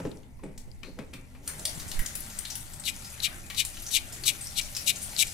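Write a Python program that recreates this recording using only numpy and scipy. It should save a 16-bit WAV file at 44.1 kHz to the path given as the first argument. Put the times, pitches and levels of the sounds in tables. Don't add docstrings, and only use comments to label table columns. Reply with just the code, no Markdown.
import sys
import numpy as np
from scipy import signal
from scipy.fft import rfft, irfft
from scipy.io import wavfile
from scipy.ndimage import uniform_filter1d

SR = 44100
rng = np.random.default_rng(int(sys.argv[2]) if len(sys.argv) > 2 else 0)


def volts_from_db(level):
    exponent = np.asarray(level, float) / 20
    return 10 ** exponent


def wav_out(sig):
    wavfile.write(sys.argv[1], SR, np.round(np.clip(np.atleast_2d(sig).T, -1, 1) * 32767).astype(np.int16))


N = 235185


def rms_one(x):
    return x / np.sqrt(np.mean(x ** 2) + 1e-20)


def in_time(rows, outside=None):
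    s, *columns = np.transpose(rows)
    return [np.interp(np.arange(N) / SR, s, column, outside, outside) for column in columns]


def at_hz(points, hz):
    table_hz, values = np.transpose(points)
    return np.interp(np.log(hz), np.log(table_hz), values)


def coloured(x, spectrum):
    hz = np.maximum(np.fft.rfftfreq(x.shape[-1], 1 / SR), 1)
    return irfft(rfft(x) * volts_from_db(at_hz(spectrum, hz)), x.shape[-1])


def panned(x, pan_db):
    right = volts_from_db(-np.asarray(pan_db))
    return np.array([2 * x / (1 + right), 2 * x * right / (1 + right)])


def drift(rate):
    hop = 40
    r = np.exp(-2 * np.pi * rate * hop / SR)
    settle = 2000
    noise = rng.standard_normal(N // hop + settle + 2)
    slow = signal.lfilter([1], [1, -2 * r, r * r], noise)[settle:]
    return np.interp(np.arange(N) / hop, np.arange(len(slow)), rms_one(slow))


def resonate(x, hz, width_hz):
    r = np.exp(-np.pi * width_hz / SR)
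    zeros = [(1 - r * r) / 2, 0, (r * r - 1) / 2]
    poles = [1, -2 * r * np.cos(2 * np.pi * hz / SR), r * r]
    return signal.lfilter(zeros, poles, x)


def cavity(x, peaks):
    modes = 0
    for k, (hz, width_hz, db) in enumerate(peaks):
        modes = modes + (-1) ** k * volts_from_db(db) * resonate(x, hz, width_hz)
    return rms_one(modes)


def grains(per_s, spread_db, count=N):
    sizes = volts_from_db(spread_db * np.minimum(rng.exponential(1, count), 4)) * rng.standard_normal(count)
    return rms_one(sizes * (rng.random(count) < per_s / SR) + 1e-9)


# f/Hz, likeness [1 = alike, 0 = unrelated]
LIKENESS = [(60, 1), (150, 1), (380, 0.94), (950, 0.076), (2380, -1.65), (5980, 0.92), (15000, -0.02)]


def banded(sources, spectrum, low_hz, top_hz, patchy_db, flicker_per_s):
    out, together = 0, drift(12.0)
    edges = low_hz * 2 ** np.arange(0, np.log2(top_hz / low_hz), 1 / 3)
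    for k, (low, high) in enumerate(zip(edges, edges[1:])):
        band = signal.butter(2, [low, high], "band", fs=SR, output="sos")
        mid, side = signal.sosfilt(band, sources[k % 2])
        hz = np.sqrt(low * high)
        alike = np.clip(at_hz(LIKENESS, hz), 0, 1)
        flicker_db = patchy_db * (0.2 * together + drift(flicker_per_s))
        stereo = np.sqrt(1 + alike) * mid + np.sqrt(1 - alike) * side * [[1], [-1]]
        out = out + volts_from_db(at_hz(spectrum, hz) + flicker_db) * stereo
    return out / np.sqrt(np.mean(out.mean(axis=0) ** 2))


def place(hits):
    out = np.zeros((2, N + SR))
    for s, sound, pan_db in hits:
        start = round(s * SR)
        out[:, start:start + len(sound)] += panned(sound, pan_db)
    return out[:, :N]


# t/s, level/dB, 1-2.5 kHz part re level/dB, left-right/dB
STREAM = [(0.0, -56.5, -15, 6), (0.27, -71.5, -9, 3), (1.42, -65, -35, 3.5), (1.48, -49.5, 13, 2.5),
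          (1.65, -49, 2, 4), (1.82, -47, 5.5, 4), (2.43, -47, 4.5, 5.5), (2.63, -51, 0, 6),
          (2.78, -50, 6.5, 5), (3.09, -47.5, 0, 6.5), (3.31, -48, 10, 4.5), (3.53, -54, 1, 3.5),
          (3.75, -47, -3, 3.5), (4.23, -49.5, 7, 5.5), (4.36, -47, 2.5, 5), (5.33, -44.5, -8, 4.5)]
# f/Hz, density/dB per Hz
FIZZ = [(530, -36), (900, -5), (1750, 3), (1950, 4.5), (2140, 3), (2470, 0.5), (4980, 2.5), (6890, 4.5),
        (11100, 5), (14700, -6), (16000, -16)]


def stream():
    level_db, low_db, pan_db = in_time(STREAM)
    bursts = [[grains(7000, 3.0), grains(7000, 3.0)] for _ in range(2)]
    fizz = banded(bursts, FIZZ, 900, 18000, patchy_db=2, flicker_per_s=20)
    low = signal.sosfilt(signal.butter(2, 2500, fs=SR, output="sos"), fizz)
    fizz = fizz + (volts_from_db(low_db) - 1) * low
    return volts_from_db(level_db) * fizz * panned(np.ones(N), pan_db)


# t/s, peak level/dB, ping f/Hz, spray re peak/dB, decay t60/s, left-
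# right/dB
SPLASHES = [(0.1136, -42, 3850, -29, 0.028, 18), (0.171, -45, 5460, -11, 0.024, 11.5),
            (0.5766, -32.5, 6000, 33, 0.04, 5), (0.7146, -42, 4710, -15, 0.02, 14),
            (0.833, -38, 2450, -40, 0.02, 21), (1.1349, -31, 2550, 20, 0.034, 6.5),
            (1.4759, -18.5, 8620, -1, 0.039, 3.5), (1.5806, -35, 8650, -10, 0.089, 1.5),
            (1.5936, -27, 7500, 2, 0.033, -2), (1.6523, -18, 9630, -11, 0.04, 2.5),
            (1.7494, -33, 7600, -7, 0.073, 3.5), (1.7969, -29.5, 5170, 11, 0.079, 3.0),
            (1.88, -30.5, 7600, 9, 0.17, 5.0), (1.915, -24, 4330, 17, 0.044, 6),
            (1.9905, -23, 11600, -3, 0.04, 3.5), (2.06, -21.5, 6700, -1, 0.046, 8.5),
            (2.1525, -19, 10800, 5, 0.036, 9), (2.204, -26, 11000, -23, 0.045, 12),
            (2.3002, -35, 6980, 9, 0.077, 5.5), (2.3872, -19.5, 8840, -16, 0.044, 12),
            (2.451, -23, 3920, -3, 0.043, 6), (2.5011, -25.5, 5670, -3, 0.14, 10),
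            (2.5534, -22, 10500, 1, 0.039, 6.5), (2.6038, -34, 8450, -5, 0.06, 8),
            (2.7337, -33, 8100, -3, 0.06, 11), (2.797, -31.5, 8040, -28, 0.06, 12),
            (2.837, -34, 4150, -12, 0.054, 9.5), (3.046, -35.5, 5000, -9, 0.06, -2),
            (3.099, -34.5, 7140, -24, 0.045, 5.5), (3.2016, -24.5, 4230, -15, 0.023, 12),
            (3.463, -37, 6960, 7, 0.06, 12), (3.5, -27.5, 2400, 31, 0.069, 8),
            (3.5456, -29, 3970, 8, 0.065, 8), (3.6501, -18, 8900, 1, 0.04, 5.5),
            (3.7684, -32, 2900, 11, 0.06, 6), (3.7978, -29, 9500, 4, 0.038, 3.0),
            (3.8204, -32, 11200, -13, 0.06, 3.5), (3.8642, -26.5, 6160, -14, 0.078, 0),
            (3.8837, -28.5, 6440, -6, 0.067, 19), (3.9063, -28, 3870, 2, 0.05, -1),
            (4.1235, -29.5, 7200, 8, 0.18, 0), (4.2363, -23.5, 4530, 4, 0.031, 8.5),
            (4.4079, -28.5, 8500, -18, 0.18, 5), (4.4695, -27, 5600, -36, 0.024, 2),
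            (4.7656, -18, 5400, -1, 0.029, 7), (4.8474, -41, 7890, 10, 0.041, 15),
            (5.0254, -27.5, 9140, -19, 0.12, 7), (5.1267, -34, 2210, 4, 0.088, 3),
            (5.1642, -21, 4350, -9, 0.027, 12), (5.2685, -30, 7850, -11, 0.069, 6.5),
            (5.2794, -31.5, 5150, -10, 0.051, 2),
            (.232, -48.5, 3000, 13, 0.017, -2),
    (.436, -46, 8208, -21, 0.054, 10),
    (.75, -54, 7500, -2, .04, 6),
    (0.8317, -38, 3100, -28, 0.0076, 13),
    (.845, -45, 4260, -9, 0.34, 9),
    (1.652, -17, 4980, 2, 0.04, 2),
    (1.693, -33, 5616, -6, .06, 3),
    (4.243, -28, 4360, -6, .015, 6),
            (0.4344, -46.5, 2020, -23, 0.033, 4.0),
    (1.9917, -29, 1890, -5, 0.044, 7.5),
    (3.1366, -41, 2440, -13, 0.05, 5.0),
    (3.4378, -44, 2510, -15, 0.062, 5.0),
            (4.6114, -26, 5700, 3, 0.06, 4.5),
    (4.7495, -24, 5500, -2, 0.046, 4.5),
    (4.9567, -27, 6800, 0, 0.072, 6.7),
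    (5.0174, -26, 9400, 0, 0.068, 5.0),
]


def splashes():
    t, hits, feed = np.arange(SR // 4) / SR, [], []
    spray_band = signal.butter(2, [2500, 14000], "band", fs=SR, output="sos")
    for s, peak_db, hz, spray_db, t60, pan_db in SPLASHES:
        burst = grains(12000, spread_db=2, count=len(t))
        burst = burst * volts_from_db(-60 * t / max(t60, 0.008)) * np.minimum(t / 0.00079, 1)
        spray = rms_one(resonate(burst, hz, 0.7 * hz)) + 0.4 * rms_one(signal.sosfilt(spray_band, burst))
        sound = rms_one(resonate(burst, hz, 0.081 * hz)) + volts_from_db(spray_db) * spray
        sound = volts_from_db(peak_db + 1.0) * sound / np.abs(sound).max()
        hits.append((s, sound, pan_db))
        feed.append((s, sound * volts_from_db(-2.5 * max(pan_db - 9.5, 0)), 0))
    return place(hits), place(feed)


def droplets():
    drops_per_s, strays_db, ring_cycles, voices = 500, -9, 48, 22
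    level_db, _, pan_db = in_time(STREAM)
    clicks = grains(drops_per_s * volts_from_db(4 * drift(7.2)), spread_db=2)
    pitches, sides_db = np.geomspace(2600, 14000, voices), rng.normal(0, 3, voices)
    dealt = rng.integers(0, voices, N)
    pings = 0
    for k, (hz, side_db) in enumerate(zip(pitches, sides_db)):
        ping = resonate(clicks * (dealt == k) + 1e-18, hz, 1.5 * hz / ring_cycles)
        pings = pings + panned(ping, side_db)
    return volts_from_db(level_db + strays_db) * rms_one(pings) * panned(np.ones(N), pan_db)


# f/Hz, width/Hz, level/dB
POT_AIR = [(588, 38, -65.5), (795.4, 28, -66), (1388, 30, -64.5), (1878, 37, -78)]


def pot_air():
    level_db = in_time(STREAM)[0]
    modes = 0
    for hz, width_hz, db in POT_AIR:
        once = resonate(rng.standard_normal((2, N)), hz, width_hz)
        modes = modes + volts_from_db(db) * rms_one(resonate(once, hz, width_hz))
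    return modes * volts_from_db(0.8 * (level_db + 47))


# t/s, level/dB, deep cavity re level/dB, sizzle re level/dB
SPURTS = [
    [(2.846, -50, -17, 9), (2.864, -33.5, -9, -0.5), (2.886, -33, 7.5, 4), (2.908, -48, -8, 7)],
    [(3.218, -47, -8, -2), (3.238, -31, -6, 1.5), (3.258, -25, 1.5, -3), (3.28, -52, -1, -3)],
    [(3.562, -48.5, -21, 1), (3.602, -24.5, 0, 1), (3.624, -41, 4.5, -1), (3.632, -45, -8, 3)],
    [(3.912, -50, -5, 21), (3.92, -43.5, -21, 7.5), (3.952, -26.5, -4.5, 2), (3.97, -26.5, 3, 2.5),
     (3.992, -48, -5, -15)],
    [(4.248, -54, -2, -2), (4.266, -31.5, -8, 7.5), (4.288, -23.5, 0, 2), (4.315, -49.5, 9, 9)],
    [(4.552, -49, -4, -10), (4.582, -29.5, -7, 1), (4.594, -29, 3.5, 3), (4.608, -54, 7, -2)],
    [(4.86, -47, -7, 4.5), (4.88, -29.5, 2.5, 7.5), (4.902, -27.5, 2.5, 5), (4.92, -43, -4, -7)],
    [(5.172, -50, -11, 3), (5.198, -24, -9, 1), (5.226, -31, 7.5, 9), (5.243, -63, -16, -11)],
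]
# f/Hz, width/Hz, level/dB
DEEPEST_CAVITY = [(2005, 73, -10.5), (2400, 217, 10.5)]
DEEP_CAVITY = [(2470, 230, -13), (2827, 270, 16)]
MAIN_CAVITY = [(3880, 310, 0.25), (4040, 103, -3.3), (4020, 360, -0.65), (4510, 240, 0.37)]
SIZZLE_PEAKS = [(5680, 1100, -3.5), (6760, 460, -1), (7920, 420, 0.5), (9000, 650, -1), (10800, 3400, -5.5),
                (14600, 1900, -18.5)]


def spurts():
    deepest_lag_s, trim_db, left_db = 0.0037, -5.5, 12.5
    spit, other = grains(12000, spread_db=1.5), grains(12000, spread_db=1.5)
    deepest, deep = cavity(spit, DEEPEST_CAVITY), cavity(spit, DEEP_CAVITY)
    main, sizzle = cavity(spit, MAIN_CAVITY), cavity(spit, SIZZLE_PEAKS)
    far_sizzle = 0.6 * sizzle + 0.8 * cavity(other, SIZZLE_PEAKS)
    out, glide = np.zeros((2, N)), gliding_whistle()
    for rows in SPURTS:
        s, level_db, deep_db, sizzle_db = np.transpose(rows)
        parts = ((0, 0, main + glide),
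                 (0, deep_db + trim_db, deep),
                 (deepest_lag_s, deep_db + trim_db, deepest),
                 (0, sizzle_db, np.array([sizzle, far_sizzle])))
        for lag, part_db, sound in parts:
            root_gain = volts_from_db((level_db + part_db - 1.0) / 2)
            swell = np.interp(np.arange(N) / SR - lag, s, root_gain, 0, 0) ** 2
            out += uniform_filter1d(swell, size=300) * sound
    steep = signal.butter(5, 1900, "high", fs=SR, output="sos")
    return signal.sosfilt(steep, out) * panned(np.ones(N), left_db)


# start f/Hz, end f/Hz, width/Hz, level re spurt/dB
GLIDE = (4599, 2350, 274, -10)


def gliding_whistle():
    start_hz, end_hz, width_hz, db = GLIDE
    times = np.ravel([(rows[0][0] + 0.011, rows[-1][0] - 0.006) for rows in SPURTS])
    hz = np.interp(np.arange(N) / SR, times, np.tile([start_hz, end_hz], len(SPURTS)))
    lowpass = signal.butter(2, width_hz, fs=SR, output="sos")
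    real, imaginary = signal.sosfilt(lowpass, rng.standard_normal((2, N)))
    carrier = np.exp(2j * np.pi * np.cumsum(hz) / SR)
    return volts_from_db(db) * rms_one(np.real((real + 1j * imaginary) * carrier))


# t/s, peak level/dB, bright crack re peak/dB, left-right/dB, strongest body mode f/Hz
KNOCKS = [
    (0.051, -26, -42, 8, 404),
    (0.392, -52, -5, 7, 1040),
    (0.435, -37.5, -34, 6, 199),
    (0.831, -45, 9, 7, 230),
    (0.988, -30, -8, 8, 215),
    (1.132, -40, 1, -1, 242),
    (1.348, -48.5, 2, 9, 150),
]
# f/Hz, level/dB, decay t60/s
KNOCK_MODES = [(154.5, 3, 0.12), (196, 3.5, 0.081), (282, 3.5, 0.064), (420.6, -2, 0.054),
               (497, -3.5, 0.048), (646, -10.5, 0.15), (800, -14, 0.15), (960, -24, 0.12)]
# f/Hz, density/dB per Hz
CRACK = [(350, -35), (600, -29), (1100, -1.5), (1540, -4.5), (2540, 3), (2820, -7), (4400, -10),
         (5040, -14.5), (15000, -25)]


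def knocks():
    t, hits = np.arange(SR // 3) / SR, []
    for s, peak_db, crack_db, pan_db, centre_hz in KNOCKS:
        contact = rng.standard_normal(len(t)) * volts_from_db(-60 * t / 0.034) * np.minimum(t / 0.0012, 1)
        body = 0
        for hz, db, t60 in KNOCK_MODES:
            octaves_away = abs(np.log2(hz / centre_hz))
            mode = rms_one(resonate(contact, hz, 2.6 / min(t60, 0.15)))
            body = body + volts_from_db(db - 14 * octaves_away) * mode
        thump = np.sin(2 * np.pi * centre_hz * t) * volts_from_db(-60 * t / 0.075) * np.minimum(t / 0.0024, 1)
        body = body / np.abs(body).max() + 1.04 * thump
        crack = rms_one(coloured(rng.standard_normal(len(t)), CRACK))
        crack = crack * volts_from_db(-60 * t / 0.18) * np.minimum(t / 0.0013, 1)
        knock = body / np.abs(body).max() + volts_from_db(crack_db - 8.5) * crack
        hits.append((s, volts_from_db(peak_db) * knock, pan_db))
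    return place(hits)


# t/s, level/dB
HANDLING = [(0.0, -19.5), (0.028, -56), (0.062, -27), (0.09, -38), (0.35, -69), (0.408, -90), (0.43, -41.5),
            (0.446, -35), (0.618, -64), (0.626, -68), (0.68, -50.5), (0.776, -76), (0.848, -48),
            (0.888, -41.5), (0.96, -65), (0.986, -35), (1.128, -60), (1.148, -44.5), (1.236, -56),
            (1.286, -73), (1.408, -53), (1.5, -54.5)]


def handling():
    rub = grains(3000, spread_db=0.5)
    body = cavity(rub, [(hz, 45.0, db) for hz, db, t60 in KNOCK_MODES])
    level_db = in_time(HANDLING, outside=-200)[0]
    return panned(volts_from_db(level_db - 3.5) * body, 0.3)


# t/s, level/dB, left-right/dB
PUFFS = [(0.0, -54, -1), (0.06, -44, -3), (0.31, -59, 6), (0.36, -49.5, -5), (0.79, -44, 0),
         (1.19, -46, -3), (1.27, -63, 8), (1.35, -46.5, 4.5), (1.48, -53, 9), (1.54, -57, 5),
         (1.65, -52, -0.5), (1.82, -44, 32), (1.91, -39, 15), (1.97, -29, 7), (2.02, -26, -26),
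         (2.12, -49, -6.0), (2.32, -49, 1), (2.4, -42, 2.0), (2.48, -55, 2), (2.55, -48, 1),
         (3.28, -51.5, 0), (3.56, -46, -5), (3.64, -48, 4), (4.56, -49, 4), (4.65, -42, 1),
         (4.91, -59, 2.0), (5.09, -49, 8.5), (5.18, -55, 1.5), (5.27, -46, 3.0), (5.33, -58, 3.0)]
# t/s of the flip, suction/s, push/s, peak level/dB, left-right/dB
SHOVE = (1.988, .05, .019, -19, -9)


def port_air():
    level_db, pan_db = in_time(PUFFS)
    shared, own = rng.standard_normal(N), rng.standard_normal((2, N))
    sub_bass = signal.butter(3, [11, 28], "band", fs=SR, output="sos")
    lumps = rms_one(signal.sosfilt(sub_bass, 0.8 * shared + own))
    lumps = volts_from_db(np.minimum(level_db, -42)) * lumps * panned(np.ones(N), pan_db)
    s, suck, push, peak_db, shove_pan_db = SHOVE
    t = np.arange(N) / SR - s
    jolt = np.interp(t, [-suck, -0.003, 0.005, push, push + 0.014], [0, -0.55, 0.65, 1, -0.1], 0, 0)
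    jolt = uniform_filter1d(jolt, size=90)
    return lumps + volts_from_db(peak_db) * panned(jolt, shove_pan_db)


# t/s, level/dB, left-right/dB
FLUTTER = [
    (1.76, -51, -1.0),
    (1.846, -48, -5),
    (1.916, -49, -3.0),
    (1.95, -47, 4.0),
    (1.97, -50, -6.5),
    (1.99, -45, -11),
    (2.01, -33, -14.0),
    (2.032, -49, 0),
    (2.12, -50, 3),
]


def flutter():
    level_db, pan_db = in_time(FLUTTER, outside=-200)
    lumps = np.array([grains(120, spread_db=9.0), grains(120, spread_db=3.5)])
    low_band = signal.butter(2, [40, 170], "band", fs=SR, output="sos")
    lumps = rms_one(signal.sosfilt(low_band, lumps))
    return volts_from_db(level_db - 2.0) * lumps * panned(np.ones(N), pan_db)


# t/s, level/dB
RUMBLE_LEVEL = [(0.0, -39), (0.21, -62.5), (0.65, -62), (1.33, -61), (1.6, -47), (1.81, -51.5), (1.94, -50),
                (2.64, -54.5), (2.85, -55), (3.01, -54.5), (4.24, -52), (4.48, -53), (4.88, -51.5),
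                (5.33, -53.5)]
# f/Hz, density/dB per Hz
RUMBLE = [(12, -29), (20, -4.5), (70, -9), (139, -4.5), (294, -17.5), (338, -12.5), (431, -21.5),
          (584, -18), (672, -15.5), (823, -17), (1210, -28), (1360, -28), (1700, -27.5), (2500, -26.5),
          (3250, -51), (5500, -120)]
# f/Hz, width/Hz, level/dB
HUMS = [(72, 23, -54.5), (120.3, 8.8, -58.5), (192.7, 22, -63.5), (251, 11.5, -64)]
# f/Hz, density/dB per Hz
HISS = [(530, -52), (900, 10), (1200, -7), (1370, -18), (2020, 9), (4200, -21), (14700, -41.5), (16000, -9)]


def rumble():
    noise = rng.standard_normal((2, 2, N))
    broad = banded(noise, RUMBLE, 36.04, 3000, patchy_db=2.6, flicker_per_s=3.9)
    drones = 0
    for hz, width_hz, db in HUMS:
        once = resonate(rng.standard_normal((2, N)), hz, width_hz)
        mid, side = resonate(once, hz, width_hz)
        drones = drones + volts_from_db(db) * (mid + 0.45 * side * [[1], [-1]]) / np.std(mid)
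    hiss = volts_from_db(-69.5) * rms_one(coloured(rng.standard_normal((2, N)), HISS))
    return volts_from_db(in_time(RUMBLE_LEVEL)[0] + 1.0) * broad + drones + hiss


# f/Hz, decay t60/s
KITCHEN = [(200, 0.15), (1000, 0.68), (4000, 0.25), (12000, 0.26)]


def kitchen(x, wet_db, dark_pan_db=0.0):
    t, tail = np.arange(SR // 2) / SR, 0
    for hz in 125 * 2.0 ** np.arange(8):
        edges = [hz / 2 ** 0.5, min(hz * 2 ** 0.5, 0.45 * SR)]
        octave = signal.butter(2, edges, "band", fs=SR, output="sos")
        noise = signal.sosfilt(octave, rng.standard_normal((2, len(t))))
        tail = tail + noise * volts_from_db(-60 * t / at_hz(KITCHEN, hz))
    tail = tail * (1 - np.exp(-t / 0.0013)) * volts_from_db([[dark_pan_db / 2], [-dark_pan_db / 2]])
    tail = tail / np.sqrt(np.sum(tail ** 2) / 2)
    return volts_from_db(wet_db) * signal.fftconvolve(x.mean(axis=0)[None], tail, axes=1)[:, :N]


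def scene():
    blows = knocks() + handling()
    drops, drop_feed = splashes()
    jets, strays = spurts(), droplets()
    room = kitchen(blows, -10.0) + kitchen(drop_feed + strays, -0.02, 5.3) + kitchen(jets, -15.0, 5.2)
    water = drops + jets + strays + stream() + pot_air()
    return blows + water + room + rumble() + port_air() + flutter()


def roll_off(x):
    return signal.sosfilt(signal.butter(12, 16500, fs=SR, output="sos"), x)


def record(dry):
    ports = np.array([np.roll(dry[0], 1), dry[1]])
    lowpass = signal.cheby2(12, 60, 16600, fs=SR, output="sos")
    mix = signal.sosfilt(lowpass, ports)
    return roll_off(mix)


dry = scene()
out = record(dry)
wav_out(out)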